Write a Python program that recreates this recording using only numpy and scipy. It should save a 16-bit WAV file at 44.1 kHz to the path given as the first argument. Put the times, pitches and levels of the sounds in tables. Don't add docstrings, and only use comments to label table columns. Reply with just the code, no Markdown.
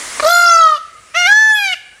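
import sys
import numpy as np
from scipy import signal
from scipy.io import wavfile
from scipy.ndimage import uniform_filter1d, minimum_filter1d

SR = 44100
rng = np.random.default_rng(int(sys.argv[2]) if len(sys.argv) > 2 else 0)


def makeup_ratio(level_db):
    decades = np.asarray(level_db, float) / 20
    return 10 ** decades


def unload_wav(signal):
    wavfile.write(
        sys.argv[1],
        SR,
        np.round(np.clip(np.atleast_2d(signal).T, -1, 1) * 32767).astype(np.int16),
    )


N = 88200


def evened(x):
    return x / np.sqrt(np.mean(x ** 2) + 1e-20)


def read(points, hz):
    f, value = np.transpose(points)
    return np.interp(np.log(hz + 1), np.log(f + 1), value)


def columns(table, t):
    rows = np.transpose(table)
    return [np.interp(t, rows[0], c) for c in rows[1:]]


def add(mix, s, sound):
    part = mix[round(s * SR):][:len(sound)]
    part += sound[:len(part)]


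def wander(count, seconds):
    size = max(round(seconds * SR), 1)
    return evened(uniform_filter1d(uniform_filter1d(rng.standard_normal(count), size), size))


def hump(hz, centre_hz, width_hz):
    return 1 / (1 + 2j * (hz - centre_hz) / width_hz) ** 2


def noise(spectrum_db):
    a, b, patches = rng.standard_normal((N // 256 + 5, 513, 3)).T
    patches = uniform_filter1d(patches, size=10, axis=0)
    patches = evened(uniform_filter1d(patches, size=12, axis=1))
    spectra = (a + 1j * b) * makeup_ratio(spectrum_db[:, None] + 1.3 * patches)
    return evened(signal.istft(spectra, nperseg=1024, noverlap=768)[1][:N])


def background():
    # [f/Hz, level per Hz/dB]
    hiss_spectrum = [(120, -46), (200, -9), (939, -4.5), (1160, 0.5), (1540, -5), (2100, 2), (2560, -8),
                     (8100, -3.5), (10200, -5.5), (13300, -49), (22000, -120)]
    rumble_spectrum = [(12, -46), (20, -19), (59, 3), (113, -8.5), (178, -10.5), (300, -11.5), (390, -32),
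                       (660, -120)]
    town_spectrum = [(250, -8), (550, 4.5), (1000, -19), (1600, 7.5), (2200, 3), (2900, 4.5), (3400, -5),
                     (6000, -35)]
    # [t/s, gain/dB]
    duck = [(0, 2.5), (.27, 3.5), (.33, -4.5), (.8, -20.5), (1.1, -16.5), (1.3, -14), (1.75, -23.5),
            (2, -21)]
    hz = np.fft.rfftfreq(1024, 1 / SR)
    duck_db = columns(duck, np.arange(N) / SR)[0]

    edge_hz, above_edge_db = 10400, -16
    edge_db = above_edge_db / (1 + np.exp((edge_hz - hz) / 120))
    hiss = noise(read(hiss_spectrum, np.minimum(hz, edge_hz)) + edge_db - 30 * (hz < 200))
    rumble = noise(read(rumble_spectrum, hz) - 60 * (hz > 300))
    town = noise(read(town_spectrum, hz) - 30 * (hz < 250))

    out = makeup_ratio(-41.5 + 0.55 * duck_db) * town
    out += makeup_ratio(-30 + duck_db) * hiss
    return out + makeup_ratio(-50.5 + 0.46 * duck_db) * rumble


def far_bird(start, length, from_hz, to_hz, level_db):
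    t = np.arange(0, length, 1 / SR)
    glide_hz = from_hz + (to_hz - from_hz) * (t / length) ** 2
    hz = glide_hz * (1 + 0.0052 * wander(len(t), 0.026))
    level = makeup_ratio(level_db + 2 * wander(len(t), 0.0083))
    swell = np.sin(np.pi * t / length * .9) ** .5
    return start, level * swell * np.sin(2 * np.pi * np.cumsum(hz) / SR)


def terrace(x):
    # [delay/s, level/dB]
    early = [(.0021, -20), (.0063, -14)]
    # [f/Hz, t60/s]
    tail = [(300, 1.28), (1250, 0.74), (1750, 0.75), (2400, 0.78), (5000, 0.69), (10000, 0.36)]
    far_db, near_db, near_t60_s = -18, -9, .3
    count = 2 * SR
    taps = np.zeros((2, count))
    at = np.arange(600, count - 20, 20) + rng.integers(0, 20, (2, (count - 601) // 20))
    np.put_along_axis(taps, at, rng.choice([-1., 1.], at.shape), 1)

    hz, t, z = signal.stft(taps[0], SR, nperseg=256)
    far = signal.istft(z * makeup_ratio(-60 * t / read(tail, hz)[:, None]), SR, nperseg=256)[1][:count]
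    near = signal.lfilter([1, -.75], [1], taps[1]) * makeup_ratio(-60 * np.arange(count) / SR / near_t60_s)
    reply = makeup_ratio(far_db) * far / np.linalg.norm(far) + makeup_ratio(near_db) * near / np.linalg.norm(near)
    reply = signal.sosfilt(signal.butter(2, 1000, "high", fs=SR, output="sos"), reply)
    for delay, db in early:
        reply[round(delay * SR)] += makeup_ratio(db)

    duck_share, knee_db = .55, -24
    loud_db = 10 * np.log10(abs(uniform_filter1d(x ** 2, size=900)) + 1e-9)
    duck = makeup_ratio(-duck_share * np.maximum(loud_db - knee_db, 0))
    return x + signal.fftconvolve(x, reply)[:N] * duck


def cluck(start, length, hz, level_db):
    partials_db = [-4, -1, 0, -9, -15, -18, -16, -19, -22]
    rise_s, after = .003, .14
    t = np.arange(0, 3 * length, 1 / SR)
    shape = np.minimum(t / rise_s, 1) * np.where(t < length, 1, after * np.exp(-(t - length) / length))
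    stack = np.zeros(len(t))
    for k, db in enumerate(partials_db, 1):
        rough = 1 + 0.49 * wander(len(t), 0.0019)
        stack += makeup_ratio(db) * rough * np.cos(2 * np.pi * (k * hz * t + rng.random()))
    return start, makeup_ratio(level_db) * shape * evened(stack)


def call(voice, tract, upper_tract, flutter, fray):
    # [f/Hz, level/dB]
    upper_partials = [(1500, 6), (3000, -2.5), (4400, 4), (6000, -1.5), (7500, -9.5), (10000, -15),
                      (13000, -26), (15000, -50)]
    # [t/s, length/s, partial number, level/dB]
    dropouts = [(1.535, .012, 3, -22), (1.545, .03, 5, -14), (1.345, .02, 3, -12), (.475, .015, 3, -10),
                (.55, .02, 6, -10)]
    start, end = voice[0][0], voice[-1][0]
    t = np.arange(start, end, 1 / SR)
    count = len(t)
    hz, effort_db = columns(voice, t)
    hz = uniform_filter1d(hz, size=350, mode="nearest")
    throat_hz, beak_hz, beak_db, chest_db, bright_db, breath_db = columns(tract, t)
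    cavity_hz, cavity_db, tip_hz, tip_db = columns(upper_tract, t)
    fray = columns(fray, t)[0]

    first, rate, slowing, deep, shallow, least = flutter
    lag = .6 * np.clip((t - start) / .07 - .5, 0, 1)
    depth = np.clip(shallow + (deep - shallow) * np.exp(-(t - start) / .16), 0, 1)
    beat = 2 * np.pi * (rate * (t - first) - .5 * slowing * (t - first) ** 2)
    jitter = 0.0037 * 2 * fray * wander(count, 0.0057)
    turns = np.cumsum(hz * (1 + jitter + .002 * depth * np.sin(beat))) / SR

    out, power = np.zeros(count), np.zeros(count)
    for k in range(1, 25):
        f = k * hz
        beak = hump(f, beak_hz, 780)
        gain = hump(f, throat_hz, 320)
        gain = gain + makeup_ratio(beak_db) * abs(beak) * (beak / abs(beak)) ** .45
        gain += makeup_ratio(cavity_db) * hump(f, cavity_hz, 600)
        gain += makeup_ratio(tip_db) * hump(f, tip_hz, 1700)
        if k == 1:
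            gain += makeup_ratio(chest_db)
        else:
            gain -= 1j * makeup_ratio(bright_db + read(upper_partials, f))
        gain *= f < .45 * SR
        power += abs(gain) ** 2 / 2

        shimmer = makeup_ratio(2.2 * min((k - 1) / 4, 1) ** 2 * wander(count, 0.024))
        breath = np.minimum(makeup_ratio(breath_db) * k ** 1.82 / 6 * makeup_ratio(9), 1.2)
        air = breath * (wander(count, 0.00075) + 1j * wander(count, 0.0016))

        if k == 1:
            pulse_depth = 0.34 * depth
        elif k < 4:
            pulse_depth = depth
        else:
            pulse_depth = np.maximum(depth, least) * rng.uniform(0.087, 1.43)
        pulse = 1 + pulse_depth * np.cos(beat - lag * max(k - 2, 0))

        share, fine_share = fray * np.clip((k - 2.6) / 11, 0, 1), .55
        coarse = wander(count, .004) + 1j * wander(count, .004)
        fine = wander(count, .0007) + 1j * wander(count, .0007)
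        rasp = ((1 - fine_share ** 2) * coarse + fine_share * fine) / np.sqrt(2)

        ripple_db = 3.2 * fray * (k > 1) * wander(count, .005)
        for s, length, partial, db in dropouts:
            if partial == k:
                ripple_db = ripple_db + db * np.exp(-((t - s) / length) ** 2)
        tone = shimmer * np.sqrt(1 - share ** 2) + share * rasp + air
        out -= (gain * makeup_ratio(ripple_db) * pulse * tone * np.exp(2j * np.pi * k * turns)).real

    rise_s, release_s = 0.0015, 0.011
    edges = np.clip(np.minimum((t - start) / rise_s, (end - t) / release_s), 0, 1)
    return start, edges * makeup_ratio(effort_db) * out / np.sqrt(power)


def scene():
    # [t/s, f/Hz, level/dB]
    voice = [
        [(0.224, 631, -17.5), (0.248, 592, -11.5), (0.264, 643.4, -5), (0.31, 696.4, -8), (0.442, 697.5, -6.5),
         (0.644, 648.1, -5.5), (0.75, 601.2, -12), (0.774, 576, -27), (0.782, 594, -13)],
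        [(1.137, 610, -51), (1.147, 629, -20.5), (1.161, 674.5, -13.5), (1.177, 702.5, -11),
         (1.201, 716.3, -12), (1.245, 700.6, -11.5), (1.263, 716.3, -5), (1.281, 793.4, -11),
         (1.295, 812.6, -7)],
        [(1.325, 839.5, -0.5), (1.345, 847.8, -4.5), (1.4, 869.4, -7), (1.498, 868, -8.5), (1.548, 853.6, -11),
         (1.636, 805.5, -16), (1.724, 730, -17.5), (1.742, 688.5, -19.5), (1.75, 630, -38)],
    ]
    # [t/s, throat/Hz, beak/Hz, beak/dB, chest/dB, brightness/dB, breath/dB]
    tract = [
        [(.22, 1210, 4280, -12, 2, -44, -3.5), (.27, 1373, 3560, -21, 3, -20.5, -30.5),
         (.3, 1333, 3420, -8.5, -2, -19.5, -32), (.42, 1410, 3800, -26, -10.5, -22, -70),
         (.52, 1295, 6030, -22.5, -12.5, -24.5, -57), (.63, 1300, 3108, -21, -14.5, -30, -68),
         (.75, 1210, 2800, -22, -16, -34.5, -45), (.78, 1220, 2860, -4, -6.5, -21.5, -38)],
        [(1.13, 1250, 2150, 2, -6, -37, -4), (1.2, 1370, 2430, 5, -5, -17.5, -61),
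         (1.25, 1390, 2260, 10.5, -3, -16.5, -43), (1.275, 1595, 2310, -4, -8.5, -23, -36.5),
         (1.32, 1510, 3080, -24.5, -20.5, -34, -39.5), (1.52, 1831, 3390, -21, -15.5, -31.5, -83),
         (1.56, 1810, 3110, -4.5, -18.5, -44, -69), (1.65, 1653, 2370, 6.5, -4.5, -8, -79),
         (1.75, 1474, 2443, 11.5, -2, -18.5, -15)],
    ]
    # [t/s, cavity/Hz, cavity/dB, tip/Hz, tip/dB]
    upper_tract = [
        [(.22, 4360, -35, 11500, -38), (.275, 3930, -45, 11700, -35), (.29, 5400, -25, 11800, -26),
         (.35, 7080, -12.5, 10950, -19), (.44, 6950, -20.5, 10900, -28.5), (.475, 4800, -11.5, 9200, -36),
         (.51, 5740, -11, 8400, -41), (.62, 6435, -27, 8600, -63), (.79, 6100, -51, 8800, -43)],
        [(1.13, 5680, -19, 11800, -66), (1.2, 5820, -5.5, 11700, -34), (1.258, 5910, -3.5, 11400, -42),
         (1.277, 5100, -21, 11000, -33.5), (1.31, 6020, -24, 12000, -56.5), (1.52, 6270, -17, 8460, -31.5),
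         (1.56, 7680, -26.5, 11650, -28), (1.66, 6250, -28, 10400, -19), (1.75, 5570, -25, 9400, -57)],
    ]
    # [first beat/s, beats per s/Hz, slowing/(Hz/s), depth at start/0-1, at end/0-1,
    # least depth in upper partials/0-1]
    flutter = [
        (.2318, 54.6, 6, .8, .13, .48),
        (1.212, 24, 0, .15, .02, .15),
    ]
    # [t/s, share/0-1]
    fray = [
        [(.22, .9), (.275, .7), (.31, .3), (.47, .25), (.56, .4), (.66, .75), (.79, 1)],
        [(1.13, .8), (1.175, .35), (1.258, .3), (1.272, 1), (1.3, .7), (1.33, .15), (1.53, .15), (1.6, .6),
         (1.75, .85)],
    ]
    # [t/s, length/s, from f/Hz, to f/Hz, level/dB]
    far_birds = [(.11, .085, 2030, 2100, -38), (.93, .07, 450, 500, -58), (1.11, .03, 2400, 2300, -50),
                 (1.9, .11, 1480, 1900, -45), (.925, .09, 2050, 2250, -51), (.755, .03, 6400, 6400, -50)]

    bird = np.zeros(N)
    add(bird, *cluck(start=.1962, length=.0095, hz=584, level_db=-10.5))
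    voices = [voice[0], list(voice[1]) + list(voice[2])]
    for parts in zip(voices, tract, upper_tract, flutter, fray):
        add(bird, *call(*parts))
    out = terrace(bird) + background()
    for row in far_birds:
        add(out, *far_bird(*row))
    return np.tile(out, (2, 1))


def top_cut(x):
    return signal.sosfilt(signal.butter(12, 15450, fs=SR, output="sos"), x)


def record(dry):
    # [t/s, gain/dB]
    snatch = [(.287, -3), (.381, -1.2), (.401, -1.6), (.573, -1.2), (.632, -1), (1.3, -1.5), (1.318, -2),
              (1.331, -3.2)]
    recovery_s, fall_s = .04, .0006
    t = np.arange(N) / SR
    cut_db = np.zeros(N)
    for s, db in snatch:
        cut_db += db * (t >= s) * np.exp(-np.maximum(t - s, 0) / recovery_s)
    x = dry * makeup_ratio(uniform_filter1d(cut_db, size=round(fall_s * SR)))

    knee, hold = 1.06, round(.003 * SR)
    gain = np.minimum(knee / (abs(x) + 1e-9), 1)
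    x = x * uniform_filter1d(minimum_filter1d(gain, size=2 * hold), size=hold)
    x = signal.sosfilt(signal.butter(2, 22, "high", fs=SR, output="sos"), x)
    return top_cut(np.clip(x, -1, 1))


dry = scene()
out = record(dry)
unload_wav(out)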